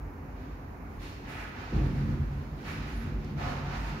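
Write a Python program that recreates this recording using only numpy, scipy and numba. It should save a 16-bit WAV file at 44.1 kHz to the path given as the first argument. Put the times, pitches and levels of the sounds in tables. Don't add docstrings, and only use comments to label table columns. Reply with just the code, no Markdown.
import sys
import numpy as np
from scipy import signal
from scipy.fft import rfft, irfft
from scipy.io import wavfile
from scipy.ndimage import uniform_filter1d
from numba import njit

SR = 44100
rng = np.random.default_rng(int(sys.argv[2]) if len(sys.argv) > 2 else 0)


def volts_from_decibels(level):
    exponent = np.asarray(level, float) / 20
    return 10 ** exponent


def wav_record(signal):
    frames = np.transpose(np.atleast_2d(signal))
    bounded = np.clip(frames, -1, 1)
    quanta = np.round(bounded * 32767).astype(np.int16)
    wavfile.write(sys.argv[1], SR, quanta)


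N = 176400
T = np.arange(N) / SR

# pitch_hz, width_hz, rolling_db, rest_db
MODES = [(51.2, 6.3, -2, 2), (74, 18, -8.5, -2), (90.9, 11.2, -0.5, -5.5), (131.7, 2.9, -8, -7.5),
         (150.7, 16.4, -1.5, -7.5), (176, 32, -12, -9), (219.7, 9.2, -3.5, -10.5), (255.3, 25.5, -10, -4.5),
         (291, 5, -16.5, -8), (319.4, 11, -15, -15.5), (367.4, 42, -12, -10), (405.2, 20, -22, -13.5),
         (492, 39, -14, -15), (743.8, 7.5, -37, -20)]
# time_s, load_db
ROLL_LOAD = [(1.7, -82.5), (1.725, -23), (1.78, -22.5), (1.85, -26), (1.92, -28), (2.05, -27.5),
             (2.25, -36), (2.42, -37), (2.49, -45), (2.53, -48), (2.63, -39), (2.72, -32.5), (2.97, -39),
             (3.08, -33), (3.17, -36.5), (3.3, -31), (3.85, -35), (4.0, -35.5)]
# start_s, level_db, softness_hz (lower is softer)
RAIL_JOLTS = [(0.039, -33.5, 120), (0.967, -34, 118.5), (1.72, -22.5, 600), (1.822, -24, 120),
              (1.847, -25.5, 121), (1.919, -23, 205), (1.958, -31, 122), (2.019, -27.5, 346),
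              (2.09, -22, 197), (2.198, -33, 146), (2.32, -33, 198), (2.507, -30.5, 196.4),
              (2.77, -40, 150.8), (2.946, -33, 91), (3.059, -37, 256), (3.151, -30, 95), (3.341, -45, 247),
              (3.451, -52, 194), (3.782, -31, 78), (3.86, -41, 90)]
# start_s, length_s, peak_db, pitch_hz
CHATTERS = [(0.01, 0.077, -35, 52), (0.448, 0.18, -42, 50), (0.938, 0.13, -38.5, 47),
            (1.726, 0.19, -22.5, 52), (1.744, 0.07, -29.5, 148), (1.749, 0.071, -31, 211),
            (1.76, 0.12, -37, 316), (1.808, 0.073, -23.5, 137), (1.893, 0.061, -26.5, 128),
            (1.912, 0.077, -31, 61), (1.957, 0.13, -35.5, 223), (1.99, 0.11, -45, 367),
            (2.004, 0.057, -21.5, 146), (2.056, 0.13, -29, 73), (2.066, 0.12, -26.5, 133),
            (2.167, 0.08, -27.5, 77), (2.188, 0.058, -29, 139), (2.215, 0.1, -27, 51),
            (2.282, 0.19, -34.5, 139), (2.31, 0.1, -34, 68), (2.71, 0.14, -48, 220), (2.735, 0.2, -35, 55),
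            (2.836, 0.11, -39.5, 144), (2.914, 0.086, -29.5, 53), (2.97, 0.12, -34.5, 226),
            (3.044, 0.071, -33.5, 88), (3.103, 0.11, -39, 145), (3.127, 0.086, -31.5, 51),
            (3.158, 0.05, -45, 372), (3.17, 0.16, -37, 222), (3.327, 0.075, -32, 142),
            (3.38, 0.22, -39, 139), (3.456, 0.072, -39, 58), (3.48, 0.15, -40.5, 247),
            (3.613, 0.22, -37, 141), (3.74, 0.23, -31.5, 50), (3.88, 0.092, -38.5, 143)]
# start_s, length_s, level_db, centre_hz, brightness_db
SLIDES = [(0.224, 0.32, -74, 2500, 5), (0.84, 0.075, -76, 4000, 3), (1.22, 0.11, -52, 855, -18),
          (1.298, 0.093, -53, 2000, -14), (1.225, 0.19, -50.5, 1550, -11), (1.522, 0.12, -52, 1130, -6.5),
          (1.66, 0.11, -48, 724, -8.5), (1.84, 0.31, -56.5, 1230, -6.5), (2.294, 0.62, -76, 2820, 4.5),
          (2.18, 0.47, -67, 1260, -5), (2.57, .08, -60, 1470, -2.5), (2.8, 0.27, -56.5, 1370, -6),
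          (3.178, 0.06, -73.5, 2500, 6), (3.245, 0.044, -79, 4000, 6), (3.414, 0.045, -51, 640, -14),
          (3.56, 0.063, -55, 1215, -12), (3.646, 0.11, -46, 950, -6.5), (3.797, 0.3, -53, 1220, -5)]
# start_s, length_s, level_db, centre_hz, brightness_db
SKIDS = [
    (0.988, 0.095, -59, 2400, 4),
    (2.641, 0.05, -47.5, 1790, -7.5),
    (3.363, 0.11, -42, 810, -9.5),
]
# start_s, length_s, level_db
FABRIC_BRUSHES = [(1.0, 0.095, -69.5), (1.27, 0.15, -66.5), (0.876, .1, -80), (1.74, 0.33, -75),
                  (2.082, 0.42, -80.5), (2.552, .08, -77), (2.642, 0.094, -67.5), (2.86, .2, -72.5),
                  (3.37, 0.16, -71.5), (3.75, 0.13, -69.5)]
# freq_hz, density_db (per Hz)
FABRIC_TONE = [(6500, 0), (8500, -7.5), (10800, -3.5), (13000, -9), (15500, -9.5)]
# freq_hz, density_db (per Hz)
SCUFF_EDGE = [(1500, 1.5), (2800, 4.5), (4200, 1), (6800, -8), (8400, -22), (15500, -25)]
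# pitch_hz, width_hz, level_db
FLOORBOARDS = [(612, 130, -7), (715, 22, 3), (897, 33, -6.5), (1260, 49, -4), (1717, 28, -11),
               (1990, 22, -10.5), (2480, 34, -11)]
# freq_hz, density_db (per Hz)
HISS_TONE = [(330, -12.5), (800, -3.5), (2300, -16.5), (3300, -31.5), (6800, -34.5), (8300, -48.5),
             (12000, -35.5), (15700, -38)]
# freq_hz, side_minus_mid_db
STEREO_WIDTH = [(30, -48), (60, -18), (125, -17), (250, -16), (420, -5.5), (650, -3), (1000, 1),
                (2000, 0.5)]
# freq_hz, left_minus_right_db
STEREO_LEAN = [(125, 0), (250, -2), (500, 0), (1000, -3), (3000, -3.5), (6000, -3), (9000, .5)]
# freq_hz, gain_db
MIC_PORT = [(2700, -0.5), (3400, -3.5), (4300, -0.5), (7200, -0.5), (8300, -1.5), (9800, 1)]

BUMPS_PER_S, BUMP_SCATTER_DB = 270, 1.5
DULL_PER_DB = 0.0636
CONTACT_HZ = 440
CHATTER_WOBBLE, CHATTER_DB = 0.0203, -1
SCUFF_ATTACK_S, ATTACK_SHARE, SCUFF_RELEASE_S = 0.041, 0.46, 0.15
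SKID_ATTACK_S = 0.048
GRIT_PER_S, GRIT_SCATTER_DB = 3000, 2
SQUEAK_S, SQUEAK_LEN_S, SQUEAK_DB = 2.945, 0.086, -70
SQUEAK_HZ, SQUEAK_RISE_HZ, SQUEAK_WIDTH_HZ = 10750, 600, 1300
TICK_S, TICK_DB, TICK_HZ = 3.246, -58, 5500
HUM_DB, HISS_DB = -41.5, -54
ROOM_T60_S, ROOM_DB = 0.53, -5.5
BASS_T60_S, BASS_SIDE_T60_S, BASS_WET_DB = 0.73, 0.26, -10.5


def level(x, db):
    return x * volts_from_decibels(db) / np.sqrt(np.mean(x ** 2))


def colour(x, table):
    hz, db = np.array(table, float).T
    freq = np.fft.rfftfreq(x.shape[-1], 1 / SR)
    gain = volts_from_decibels(np.interp(np.log(freq + 1), np.log(hz), db))
    return irfft(rfft(x) * gain, x.shape[-1])


@njit
def gliding_band(x, hz, width):
    y, b, l = np.empty(len(x)), 0., 0.
    for i in range(len(x)):
        g, k = np.tan(np.pi * hz[i] / SR), width / hz[i]
        v = (b + g * (x[i] - l)) / (1 + g * (g + k))
        b, l, y[i] = 2 * v - b, l + 2 * g * v, k * v
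    return y


def band(x, hz, width):
    return signal.lfilter(*signal.iirpeak(hz, hz / width, SR), x)


def low_pass(x, hz):
    return signal.sosfilt(signal.butter(2, hz, fs=SR, output="sos"), x)


def walk(rate):
    hold = int(SR / rate)
    steps = np.repeat(rng.standard_normal(N // hold + 1), hold)
    return 1.36 * uniform_filter1d(uniform_filter1d(steps, hold), hold)[:N]


def clicks(rate, scatter_db):
    struck = rng.random(N) < rate / SR
    size = rng.choice([-1, 1], N) * volts_from_decibels(scatter_db * rng.standard_normal(N))
    return level(struck * size, 0)


def swell(start, length, attack, release):
    rise = np.clip((T - start) / attack, 0, 1) ** 0.72
    return rise * np.exp(-np.maximum(T - start - length, 0) / release)


def door():
    load_db = np.interp(T, *np.array(ROLL_LOAD).T)
    wheels = [clicks(BUMPS_PER_S, BUMP_SCATTER_DB) for _ in range(4)]
    jolts = 0
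    for start, db, hz in RAIL_JOLTS:
        phase = np.clip((T - start) * hz, 0, 1)
        jolts = jolts + volts_from_decibels(db - 18) * hz / 100 * np.sin(np.pi * phase) ** 2
    out = 0
    for k, (hz, width, rolling_db, _) in enumerate(MODES):
        def ring(x):
            return band(band(x, hz, width), hz, 3.5 * width)
        bumps = wheels[k % 4]
        tilt_db = DULL_PER_DB * (load_db + 36) * np.log2(hz / 150)
        push = bumps * volts_from_decibels(load_db - 4 + tilt_db)
        rung = ring(push) + (-1) ** k * ring(jolts)
        out = out + volts_from_decibels(rolling_db - 5) * rung / np.std(ring(bumps))
    return low_pass(out, CONTACT_HZ)


def shudders():
    drift = np.cumsum(1 + CHATTER_WOBBLE * walk(20)) / SR
    out = 0
    for start, length, db, hz in CHATTERS:
        phase = np.clip((T - start) / length, 0, 1)
        tone = np.sin(2 * np.pi * (hz * drift + rng.random()))
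        out = out + volts_from_decibels(db + CHATTER_DB) * np.sin(np.pi * phase) ** 0.57 * tone
    return out


def grit():
    return clicks(GRIT_PER_S, GRIT_SCATTER_DB) + rng.standard_normal(N)


def scuffs(drag):
    body = colour(grit(), [(2400, -8.0), (3400, -16.5), (8000, -32.5)])
    body = body + sum(volts_from_decibels(db) * band(body, hz, width) for hz, width, db in FLOORBOARDS)
    edge = level(colour(grit(), SCUFF_EDGE), 0)
    fabric = level(colour(grit(), [(4000, -37.0)] + FABRIC_TONE), 0)
    out = 0
    for start, length, db in FABRIC_BRUSHES:
        out = out + volts_from_decibels(db) * swell(start, length, 0.026, 0.057) * fabric
    steps = [(SCUFF_ATTACK_S + ATTACK_SHARE * row[1], row) for row in SLIDES]
    steps += [(SKID_ATTACK_S, row) for row in SKIDS]
    for attack, (start, length, db, hz, bright_db) in steps:
        tone = level(band(band(body, hz, hz), hz, 5.1 * hz), 0) + volts_from_decibels(bright_db) * edge
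        out = out + volts_from_decibels(db) * swell(start, length, attack, SCUFF_RELEASE_S) * tone
    return out * drag


def wheel():
    hz = SQUEAK_HZ + SQUEAK_RISE_HZ * np.clip((T - SQUEAK_S) / SQUEAK_LEN_S, 0, 1)
    rub = rng.standard_normal(N)
    for _ in range(2):
        rub = gliding_band(rub, hz, float(SQUEAK_WIDTH_HZ))
    squeak = level(rub, SQUEAK_DB) * swell(SQUEAK_S, SQUEAK_LEN_S, 0.02, 0.0093)
    knock = band(band(rng.standard_normal(N), TICK_HZ, 3800), TICK_HZ, 3000)
    return squeak + level(knock, TICK_DB) * swell(TICK_S, 0.0011, 0.0006, 0.0017)


def house():
    hum = 0
    for hz, width, _, rest_db in MODES:
        tone = level(band(rng.standard_normal(N), hz, 1.02 * width), 0)
        hum = hum + volts_from_decibels(rest_db + 0.5 * walk(3.66)) * tone
    hum = low_pass(level(hum, HUM_DB), 700)[::-1]
    hiss = colour(colour(rng.standard_normal(N), HISS_TONE), [(200, -27), (330, 14)])
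    return hum + level(hiss, HISS_DB) * volts_from_decibels(0.5 * walk(3.86))


def echo(x, t60):
    decay = np.exp(-np.log(1000) * T[:SR] / t60)
    tail = level(rng.standard_normal(SR) * decay, 0) / np.sqrt(SR)
    return signal.fftconvolve(x, tail)[:N]


def surroundings(drag):
    near = scuffs(drag)
    return near + volts_from_decibels(ROOM_DB) * echo(near, ROOM_T60_S) + house() + wheel()


def scene():
    low = door() + shudders()
    drag = volts_from_decibels(walk(24.94))
    mid = low + volts_from_decibels(BASS_WET_DB) * echo(low, BASS_T60_S) + surroundings(drag)
    side = colour(echo(low, BASS_SIDE_T60_S) + surroundings(drag), STEREO_WIDTH)
    channels = []
    for sign in (1, -1):
        lean = [(hz, sign * db / 2) for hz, db in STEREO_LEAN]
        channels.append(colour(mid + sign * side, lean))
    return np.array(channels)


def top_cut(x):
    return signal.sosfilt(signal.butter(12, 16230, fs=SR, output="sos"), x)


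def record(dry):
    high_pass = signal.butter(3, 34, "high", fs=SR, output="sos")
    cut = signal.sosfilt(high_pass, colour(dry, MIC_PORT))
    mix = np.array([colour(channel, [(15700, 0), (15760, -80)]) for channel in cut])
    return top_cut(mix)


dry = scene()
out = record(dry)
wav_record(out)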